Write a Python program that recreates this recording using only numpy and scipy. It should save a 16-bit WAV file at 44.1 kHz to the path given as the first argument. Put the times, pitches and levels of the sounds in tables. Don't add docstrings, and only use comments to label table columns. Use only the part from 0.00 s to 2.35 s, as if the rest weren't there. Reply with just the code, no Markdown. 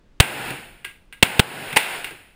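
import sys
import numpy as np
from scipy import signal
from scipy.fft import rfft, irfft
from scipy.io import wavfile
from scipy.ndimage import minimum_filter1d

SR = 44100
rng = np.random.default_rng(int(sys.argv[2]) if len(sys.argv) > 2 else 0)


def unload_wav(signal):
    wavfile.write(
        sys.argv[1],
        SR,
        np.round(np.clip(np.atleast_2d(signal).T, -1, 1) * 32767).astype(np.int16),
    )


N = 103635


# start_s, blast_db, decay_s, booth_db, hall_db
CLOSE_SHOTS = [(0.2008, 1.5, .013, -2.5, -8), (1.226, 0.5, 0.0096, -5, -10.5),
               (1.394, 8.5, 0.0072, -33, -8)]
# start_s, level_db, period_s
PRESSURE_WAVES = [(0.2006, 4.5, .0105), (1.2285, -3, .0068), (1.3952, 8.5, .0068)]
# pitch_hz, level_db (per Hz)
BLAST_SPECTRUM = [(40, -30.5), (150, -7), (250, -2), (340, 0), (460, 3), (590, 0.5), (780, 0.5),
                  (950, -4.5), (1120, -6), (1500, 1), (2200, 0.5), (3000, 3), (3800, -1), (5000, -14.5),
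                  (6200, -26.5), (8000, -5.5), (9300, -7.5), (11000, -25.5), (12500, -26.5), (14500, -16),
                  (16000, -8.5)]
# pitch_hz, level_db (per Hz)
BOOTH_SPECTRUM = [(60, -40.5), (350, -13.5), (600, -22.5), (900, -12.5), (1350, -8), (1610, 0.5),
                  (1780, -12), (2000, 3.5), (2400, -1.5), (2760, 2.5), (3050, -7.5), (3500, -7),
                  (4500, -17), (6000, -27.5), (8000, -17), (9400, -9), (10500, -15.5), (11400, -34),
                  (12700, -18), (13700, -17), (15000, -13.5), (15800, -29.5)]
# pitch_hz, level_db (per Hz)
HALL_SPECTRUM = [(35, -20.5), (70, -17), (130, -2.5), (200, -5.5), (450, -3.5), (620, -4), (800, 1.5),
                 (1180, -9.5), (1500, -2), (1900, -7.5), (2650, -6), (3300, -12.5), (4200, -17.5),
                 (5400, -22.5), (6000, -41), (6600, -25), (8000, -23.5), (9500, -15.5), (10600, -22),
                 (11500, -26.5), (12000, -27), (12600, -24.5), (14400, -20), (15200, -19.5), (15700, -56.5)]
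# pitch_hz, t60_s
HALL_RINGING = [(100, 0.83), (300, 0.78), (900, 0.68), (2500, 0.86), (5000, 0.77), (10000, 0.86),
                (15000, 0.83)]
# start_s, level_db, rise_s, decay_s
OTHER_LANE_CRACKS = [(1.7604, -12.5, 0.0021, 0.02), (1.766, -19, 0.00041, 0.015),
                     (1.7693, -7.5, 0.0012, 0.0019), (1.777, -15, 0.00041, 0.0013)]
# pitch_hz, level_db (per Hz)
OTHER_LANE_SPECTRUM = [(50, -15), (150, -10), (300, -5), (440, 7), (600, -11), (880, 13), (1120, -17),
                       (1600, -3), (2400, 6.5), (3300, -12), (4600, -10), (6000, -16.5), (8000, -15),
                       (9500, -9.5), (12000, -15.5), (14500, -17), (16000, -35)]
# start_s, level_db, decay_s, booth_db, metal_db, knock_db
LIGHT_CLACKS = [(0.5048, -23, 0.004, -40, -37.5, -32.5), (0.8453, -30.5, 0.0037, -44.5, -49, -70),
                (0.8486, -23.5, 0.0043, -37, -37.5, -50), (1.1257, -36.5, 0.0086, -44.5, -44, -64),
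                (1.7272, -24, 0.0078, -48, -44, -31.5), (2.0438, -20, 0.0049, -32.5, -43, -44.5),
                (2.1077, -34.5, .005, -57, -60, -40)]
# pitch_hz, level_db, t60_s
METAL_TONES = [(1630, 0.5, 0.25), (1850, -4, 0.051), (2700, 6, 0.057), (2853, -3, 0.2), (9300, -9, .14)]
# pitch_hz, level_db (per Hz)
KNOCK_SPECTRUM = [(50, -33), (130, 4), (220, -9), (360, 1.5), (600, -13), (2000, -25), (16000, -70)]
# pitch_hz, level_db (per Hz)
VENTILATION_SPECTRUM = [(15, -6), (33, 0), (60, -10.5), (130, -14), (300, -19), (800, -30), (2000, -34),
                        (4000, -40), (8000, -50), (16000, -57)]

BLAST_RISE_S, SWELL_DAMPING = 0.00052, 0.2
BOOTH_T60_S, BOOTH_RISE_S, HALL_RISE_S = 0.35, 0.003, 0.013
CLUMP_DB, CLUMP_S = 1, 0.009
LANE_BOOTH_DB, LANE_HALL_DB, LANE_LOW_CUT_HZ = -7.5, -14, 590
CLACK_RISE_S, CLACK_HALL_DB = 0.00027, -22.5
KNOCK_T60_S = 0.21
VENTILATION_DB = -54.5
THRESHOLD_DB, RECOVERY_DB_PER_S, HOLD_S = -17.5, 90, 0.046
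LAG_S, ATTACK_S, SENSE_S = 0.0062, 0.0017, 0.011
KNEE = 4
NOTCH_HZ, NOTCH_WIDTH_HZ, EDGE_HZ = 12000, 2400, 16000


def amp(db):
    return 10 ** (np.asarray(db) / 20)


def read(points, hz):
    table_hz, value = np.transpose(points)
    return np.interp(np.log(hz + 1), np.log(table_hz + 1), value)


def spectrum_gain(spectrum):
    return amp(read(spectrum, np.fft.rfftfreq(N, 1 / SR)))


def noise(spectrum):
    white = rng.standard_normal(N)
    coloured = irfft(rfft(white) * spectrum_gain(spectrum), N)
    return coloured / coloured.std()


def since(start):
    return np.maximum(np.arange(N) / SR - start, 0)


def fade(t, t60):
    return np.exp(-np.log(1000) * t / t60)


def smooth(x, seconds):
    width = max(seconds * SR, 1)
    window = np.clip(width - np.arange(int(width) + 1), 0, 1)
    return np.convolve(x, window / window.sum())[:N]


def shots():
    total = np.zeros(N)
    for start, blast_db, decay, booth_db, hall_db in CLOSE_SHOTS:
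        total += burst(BLAST_SPECTRUM, start, blast_db, BLAST_RISE_S, decay)
        total += booth(start, booth_db) + hall(start, hall_db)
    for start, db, period in PRESSURE_WAVES:
        total += swell(start, db, period)
    return total


def burst(spectrum, start, db, rise, decay):
    t = since(start)
    attack = np.sqrt(np.minimum(t / rise, 1))
    fall = np.exp(-np.maximum(t - rise, 0) / decay)
    half_shape = attack * np.sqrt(fall)
    phase = np.angle(rfft(half_shape * rng.standard_normal(N)))
    coloured = irfft(spectrum_gain(spectrum) * np.exp(1j * phase), N)
    crack = half_shape * coloured
    return amp(db) * crack * np.linalg.norm(attack * fall) / np.linalg.norm(crack)


def swell(start, db, period):
    cycles = np.minimum(since(start) / period, 1)
    swing = -np.sin(2 * np.pi * cycles)
    soft_ends = np.sqrt(abs(np.sin(np.pi * cycles)))
    return amp(db) * swing * soft_ends * np.exp(-SWELL_DAMPING * cycles)


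def booth(start, db):
    t = since(start)
    clumps = smooth(rng.standard_normal(N), CLUMP_S)
    level = amp(db + CLUMP_DB * clumps / clumps.std())
    rise = np.minimum(t / BOOTH_RISE_S, 1)
    return level * rise * fade(t, BOOTH_T60_S) * noise(BOOTH_SPECTRUM)


def hall(start, db, size=512):
    hz, t, bands = signal.stft(noise(HALL_SPECTRUM), SR, nperseg=size)
    t60 = read(HALL_RINGING, hz)[:, None]
    fading_bands = bands * fade(np.maximum(t - start, 0), t60)
    tail = signal.istft(fading_bands, SR, nperseg=size)[1][:N]
    return amp(db) * np.minimum(since(start) / HALL_RISE_S, 1) * tail


def lane_shot():
    hall_start, booth_start = OTHER_LANE_CRACKS[0][0], OTHER_LANE_CRACKS[1][0]
    cracks = sum(burst(OTHER_LANE_SPECTRUM, *row) for row in OTHER_LANE_CRACKS)
    low_cut = signal.butter(1, LANE_LOW_CUT_HZ, "high", fs=SR)
    roar = signal.lfilter(*low_cut, hall(hall_start, LANE_HALL_DB))
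    return cracks + booth(booth_start, LANE_BOOTH_DB) + roar


def clacks():
    total = np.zeros(N)
    for start, db, decay, booth_db, metal_db, knock_db in LIGHT_CLACKS:
        total += burst(BOOTH_SPECTRUM, start, db, CLACK_RISE_S, decay)
        total += metal(start, metal_db) + knock(start, knock_db)
        total += booth(start, booth_db) + hall(start, booth_db + CLACK_HALL_DB)
    return total


def metal(start, db):
    t = since(start)
    ring = np.zeros(N)
    for hz, level_db, t60 in METAL_TONES:
        tone = np.sin(2 * np.pi * (hz * t + rng.random()))
        ring += amp(level_db) * fade(t, t60) * tone
    return amp(db) * np.minimum(t / CLACK_RISE_S, 1) * ring


def knock(start, db):
    t = since(start)
    rise = np.minimum(t / BOOTH_RISE_S, 1)
    return amp(db) * rise * fade(t, KNOCK_T60_S) * noise(KNOCK_SPECTRUM)


def ventilation():
    return amp(VENTILATION_DB) * noise(VENTILATION_SPECTRUM)


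def scene():
    mono = shots() + lane_shot() + clacks() + ventilation()
    return np.array([mono, mono])


def record(dry):
    t = np.arange(N) / SR
    level_db = 10 * np.log10(smooth((dry ** 2).mean(0), SENSE_S) + 1e-12)
    half = int(HOLD_S * SR / 2)
    held_db = -minimum_filter1d(-level_db, 2 * half + 1, origin=half, mode="nearest")
    recovery = RECOVERY_DB_PER_S * t
    sensed_db = np.maximum.accumulate(held_db + recovery) - recovery
    over_db = np.maximum(sensed_db - THRESHOLD_DB, 0)
    late_cut_db = np.interp(t - LAG_S, t, smooth(over_db, ATTACK_S))
    ducked = dry * amp(-late_cut_db)
    clipped = ducked / (1 + abs(ducked) ** KNEE) ** (1 / KNEE)
    notch = signal.iirnotch(NOTCH_HZ, NOTCH_HZ / NOTCH_WIDTH_HZ, SR)
    notched = signal.lfilter(*notch, clipped)
    low_pass = signal.firwin(127, EDGE_HZ, window=("kaiser", 7), fs=SR)
    return signal.oaconvolve(notched, low_pass[None], "same")


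dry = scene()
out = record(dry)
unload_wav(out)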